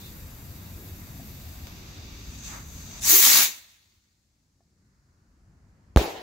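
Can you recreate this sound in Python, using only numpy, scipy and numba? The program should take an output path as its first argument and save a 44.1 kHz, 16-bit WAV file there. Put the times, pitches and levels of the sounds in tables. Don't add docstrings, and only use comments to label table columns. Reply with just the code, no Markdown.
import sys
import numpy as np
from scipy import signal
from scipy.io import wavfile
from scipy.ndimage import uniform_filter1d, map_coordinates
from numba import njit

SR = 44100
rng = np.random.default_rng(int(sys.argv[2]) if len(sys.argv) > 2 else 0)


def int16_out(signal):
    q = np.round(np.clip(np.atleast_2d(signal).T, -1, 1) * 32767)
    wavfile.write(sys.argv[1], SR, q.astype(np.int16))


def gain_from_decibels(decibels):
    exponent = np.asarray(decibels, float) / 20
    return 10 ** exponent


N = 274634


def at(table, hz):
    f, v = np.transpose(table)
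    return np.interp(np.log(hz + 1), np.log(f), v)


def curve(table):
    s, *columns = np.transpose(table)
    return [np.interp(np.arange(N) / SR, s, c, left=-150, right=-150) for c in columns]


def swell(peak_s, db, rise_s, fall_s):
    t = np.arange(N) / SR - peak_s
    return gain_from_decibels(db) * np.exp(-(t / np.where(t < 0, rise_s, fall_s)) ** 2)


def sputter(depth_db, grain_s):
    k = max(int(grain_s * SR), 1)
    grains = gain_from_decibels(depth_db * rng.standard_normal(N // k + 1))
    gain = uniform_filter1d(np.repeat(grains, k), k)[:N]
    return gain / np.sqrt(np.mean(gain ** 2))


def place(out, start_s, sound):
    i = int(start_s * SR)
    out[..., i:i + sound.shape[-1]] += sound


# pitch_hz, correlation (-1 to 1)
LIKENESS = [(60, 0.99), (130, 0.94), (290, 0.92), (640, 0.5), (1410, -0.06), (3100, 0.2), (6820, 0.32),
            (15000, 0.28)]
# pitch_hz, left_minus_right_db
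LEAN = [(60, 1.5), (110, 1.0), (200, 1.0), (380, 1.5), (700, 3), (1290, 0.0), (2380, -3.5), (4400, 2),
        (8120, 2.5), (15000, 1.5)]


def noise(colour, flicker_db, rate, drift=None, band=(0, SR), size=512, fine=2):
    hz, s, (mid, side) = signal.stft(rng.standard_normal((2, N)), SR, nperseg=size)
    like = np.clip(at(LIKENESS, hz), -.99, .99)[:, None]
    gain = gain_from_decibels(at(colour, hz))[:, None]
    in_band = (hz >= band[0]) & (hz <= band[1])
    gain /= np.sqrt(np.sum((gain ** 2 * (1 + like))[in_band]) / len(hz))
    patches = rng.standard_normal((15 * fine + 2, int(s[-1] * 60) + 2))
    where = np.meshgrid(fine * np.log2(hz + 1), s * min(rate, 59), indexing="ij")
    db = flicker_db * map_coordinates(patches, where, order=1)
    if drift:
        db = db + drift(hz[:, None], s)
    lean = gain_from_decibels(at(LEAN, hz) / 2)[:, None]
    mid, side = mid * np.sqrt(1 + like), side * np.sqrt(1 - like)
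    stereo = np.array([lean * (mid + side), (mid - side) / lean])
    return signal.istft(gain * gain_from_decibels(db) * stereo, SR)[1][:, :N]


# pitch_hz, relative_density_db (per Hz)
TOWN_COLOUR = [(18, -35), (30, -10), (82, 1), (119, -7.5), (157, -9), (232, -13), (271, -15), (453, -25),
               (1190, -31), (1790, -32.5), (3300, -43.5), (4290, -76), (7260, -120)]


def town():
    def rush(hz, s):
        octaves_off = np.log2((hz + 1) / 1600)
        return np.interp(s, (4.7, 4.85, 5.9), (0, 7, 2.5)) * np.exp(-(octaves_off / .6) ** 2)
    return gain_from_decibels(-43) * noise(TOWN_COLOUR, 2.0, 6, rush, size=4096)


# pitch_hz, relative_density_db (per Hz)
CIRCUIT_COLOUR = [(500, -30), (900, -6.5), (1750, -7), (3100, -12.5), (4400, 0), (7250, -1), (8500, -9),
                  (15700, -16.5)]


def circuit_hiss():
    return gain_from_decibels(-79.5) * noise(CIRCUIT_COLOUR, 0.71, 4.0)


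# pitch_hz, relative_density_db (per Hz)
CHIRR_COLOUR = [(3200, -30), (3550, 3), (3750, -9), (4200, -7), (4500, -26)]


def chirr():
    return swell(.055, -52, rise_s=.06, fall_s=.045) * noise(CHIRR_COLOUR, 1.5, 20)


# time_s, burn_db, hidden_share (0-1, flame hidden under the rocket)
FUSE = [(0.0, 0, 0), (0.32, -3.5, 0), (1.55, 0.5, 0.12), (1.93, 3.5, 0.95), (2.38, 3.5, 0.66),
        (2.42, 4, .9), (2.46, 11.5, 0.6), (2.56, 5, .45), (2.65, -3, 0.5), (2.75, 1.5, .35), (3.0, 6, 0.7)]
# peak_s, level_db
FLARES = [(2.55, -49.5), (3.0, -57.5)]
# pitch_hz, relative_density_db (per Hz)
HISS_COLOUR = [(880, -55), (1500, -13), (2770, -0.5), (3170, -6), (3770, -0.5), (5740, -4), (6230, -5.5),
               (9000, -22.5), (11700, -61), (19800, -120)]
SIZZLE_COLOUR = [(4410, -31), (7500, -4), (8360, -11.5), (10500, -11.5), (11600, -2), (12300, -0.5),
                 (15700, -3)]
FLARE_COLOUR = [(300, -28), (700, 0), (2000, -1.5), (4000, -22.5)]
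NOZZLE_COLOUR = [(5000, -26), (5900, -9), (6300, 0), (6750, -3), (7100, -9), (8000, -11), (8400, -25)]


def fuse():
    burn_db, hidden = curve(FUSE)
    t = np.arange(N) / SR
    near = np.interp(t, [2.16, 2.45], [0, 1])
    sizzle_db = -49 + 0.37 * burn_db - 14.5 * np.clip(hidden, 0, 1)
    flare = gain_from_decibels(-62) + sum(swell(s, db, rise_s=0.07, fall_s=0.054) for s, db in FLARES)
    burn = gain_from_decibels(-56.5 + burn_db) * noise(HISS_COLOUR, 0.86, 12)
    burn += gain_from_decibels(sizzle_db) * noise(SIZZLE_COLOUR, 0.86, 12)
    burn += flare * noise(FLARE_COLOUR, 0.86, 12)
    burn += gain_from_decibels(-63.5 + burn_db + 10 * near) * noise(NOZZLE_COLOUR, 0.86, 12)
    lit = t <= FUSE[-1][0]
    return lit * sputter(.8, 0.0046) * burn


# start_s, level_db
SPARKS = [(1.67, -28.5)]


def sparks():
    out, t = np.zeros((2, N)), np.arange(SR // 100) / SR
    for s, db in SPARKS:
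        grain = uniform_filter1d(rng.standard_normal((2, len(t))), size=4)
        place(out, s, gain_from_decibels(db - 60 * t / 0.013) * grain)
    return out


def off_ground(x):
    lag = int(0.84 * SR / 1000)
    out = x.copy()
    out[:, lag:] += gain_from_decibels(-14.5) * x[:, :-lag]
    return out


def yard(x):
    echo_db, t60_s = -4, .12
    t = np.arange(SR // 8) / SR
    echo = rng.standard_normal((2, len(t))) * gain_from_decibels(-60 * t / t60_s) * (t > .003)
    echo *= gain_from_decibels(echo_db) / np.sqrt(np.sum(echo ** 2, axis=1, keepdims=True))
    wet = x + signal.fftconvolve(x, echo, axes=1)[:, :N]
    return wet / np.sqrt(1 + gain_from_decibels(echo_db) ** 2)


# start_s, level_db
KNOCKS = [(1.197, -47), (4.606, -38.5)]
# pitch_hz, level_db, t60_s
WOOD = [(690, 0, 0.07), (767, -4, 0.05), (1050, -12, .03), (1740, -13, .04)]


def knocks():
    out, t = np.zeros(N), np.arange(SR // 8) / SR
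    ring = sum(gain_from_decibels(db - 60 * t / t60) * np.sin(2 * np.pi * hz * t) for hz, db, t60 in WOOD)
    for s, db in KNOCKS:
        place(out, s, gain_from_decibels(db) * ring)
    return out


# time_s, level_db (5.5-7.5 kHz), fizz_db (sparks)
JET = [(2.99, -60.5, -15), (3.021, -38.5, -6), (3.052, -27, -5.5), (3.092, -24, 3), (3.17, -8.5, 7.5),
       (3.21, -2.5, 3), (3.27, 3.5, 0.5), (3.38, 6, 2.5), (3.442, 2.5, 1.5)]
# pitch_hz, relative_density_db (per Hz)
JET_COLOUR = [(59, -48.5), (100, -18), (185, -15.5), (387, -14.5), (604, -17.5), (686, -12.5), (1890, -6),
              (2060, -2.5), (3150, -6.5), (3650, -1.5), (5230, -4.5), (6590, 1.5), (8870, -10.5),
              (11700, -5.5), (15700, -2)]
TUBE_COLOUR = [(260, -24), (330, -4.5), (380, -3.5), (420, -4.5), (520, -21)]


def motor():
    s, db, fizz_db = np.transpose(JET)

    def after(t):
        return np.clip(t - s[-1], 0, None)

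    def decades(t):
        return np.log10(1 + after(t) / 0.031)

    def roar(t):
        facing_db = np.interp(t, s[[0, -1]], [-6.5, 1.5])
        late = after(t) / 0.38
        return facing_db + 2.5 * late * np.exp(1 - late)

    def fizz(t):
        return np.interp(t, s, fizz_db) - 6 * decades(t)

    def turn(hz, t):
        low = np.clip((5800 - hz) / 1500, 0, 1)
        high = np.clip((hz - 8000) / 4000, 0, 1)
        return roar(t) * low + fizz(t) * high

    jet = noise(JET_COLOUR, 2.0, 40, turn, band=(5500, 7500), fine=5) * sputter(1.4, .003)
    t = np.arange(N) / SR
    level_db = np.interp(t, s, db, left=-150) - 38.5 * decades(t) - 8 * after(t)
    slides_s, leaves_s, edge_s = 3.115, 3.19, 0.015
    in_tube = np.exp(-((t - np.clip(t, slides_s, leaves_s)) / edge_s) ** 2)
    hoot = gain_from_decibels(-10) * in_tube * noise(TUBE_COLOUR, 1.2, 10, size=2048)
    return gain_from_decibels(level_db) * (jet + hoot)


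def thump():
    out, t = np.zeros((2, N)), np.arange(SR // 5) / SR
    level_db = 19 + np.array([[-.8], [.8]]) - 60 * t / 0.088
    swing = (1 - np.exp(-t / .011)) * np.sin(2 * np.pi * 58 * t)
    place(out, 5.9612, gain_from_decibels(level_db) * swing)
    return out


# start_s, left_db, right_db, fall_ms, sign
BLAST = [(5.9618, 13.5, 9.5, .9, -1), (5.9621, 3, 10.5, 1.0, -1), (5.9722, 11, 13, .3, 1),
         (5.9726, 6, 12, 1.1, -1), (5.9747, 5, 4, .4, 1)]


def shock_fronts():
    out, t = np.zeros((2, N)), np.arange(SR // 5) / SR
    for s, left_db, right_db, ms, sign in BLAST:
        push = np.exp(-t * 1000 / ms) * (1 - np.exp(-t / 6e-5))
        place(out, s, sign * gain_from_decibels(np.array([[left_db], [right_db]])) * push)
    return out


# pitch_hz, relative_density_db (per Hz)
ECHO_COLOUR = [(24, -54.5), (40, -18), (75, -9.5), (193, -5), (399, -2), (850, -4), (1200, -16),
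               (2290, -16), (3970, -17), (5230, -21), (7060, -21.5), (8410, -31), (15700, -23.5)]
# pitch_hz, t60_s
ECHO_T60 = [(60, .14), (160, 0.4), (420, 0.75), (1100, 0.84), (2900, 0.9), (7700, 0.68), (15000, .58)]


def echoes():
    start_s = 5.962

    def fade(hz, s):
        return -60 * np.clip(s - start_s, 0, None) / at(ECHO_T60, hz)
    since = np.arange(N) / SR - start_s
    rise = np.interp(since, [0, .001, .003, .01, .013], [0, .8, .15, .15, .9])
    return gain_from_decibels(-8.5) * rise * noise(ECHO_COLOUR, 3, 40, fade, fine=4)


# start_s, level_db (varied at random per channel), pitch_hz
SLAPS = [(5.995, -4, 597), (6.014, -1, 380), (6.043, -6, 363), (6.055, -11, 510), (6.079, -13, 474)]


def slaps():
    out, t = np.zeros((2, N)), np.arange(SR // 20) / SR
    for s, db, hz in SLAPS:
        level_db = db + 2.8 * rng.standard_normal((2, 1)) - 60 * t / 0.025
        place(out, s, gain_from_decibels(level_db) * np.sin(2 * np.pi * hz * t))
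    return out


def scene():
    burning = off_ground(fuse() + sparks())
    burst = thump() + shock_fronts() + echoes() + slaps()
    return town() + chirr() + yard(burning + motor()) + knocks() + burst


@njit
def ride(over_db, attack, hold, release_db):
    out, g, wait = np.empty(len(over_db)), 0., 0.
    for i in range(len(over_db)):
        if -over_db[i] < g:
            g, wait = g + attack * (-over_db[i] - g), hold
        elif wait > 0:
            wait -= 1
        else:
            g = min(g + release_db, 0.)
        out[i] = g
    return out


def gain_control(dry):
    top_db, attack_s, hold_s, release_db_s = -11.7, 0.0083, 0.82, 8.5
    keep = np.exp(-1 / (0.0065 * SR))
    power = signal.lfilter([1 - keep], [1, -keep], np.mean(dry ** 2, axis=0))
    over_db = 10 * np.log10(power + 1e-18) - top_db
    return dry * gain_from_decibels(ride(over_db, 1 / (attack_s * SR), hold_s * SR, release_db_s / SR))


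def top_cut(x):
    return signal.sosfilt(signal.butter(12, 17090, fs=SR, output="sos"), x)


def record(dry):
    heard = gain_control(dry) + circuit_hiss()
    cut = signal.ellip(10, .2, 80, 15680, fs=SR, output="sos")
    mix = signal.sosfilt(cut, np.clip(heard, -.95, .95))
    return top_cut(np.clip(mix, -1, 1))


dry = scene()
out = record(dry)
int16_out(out)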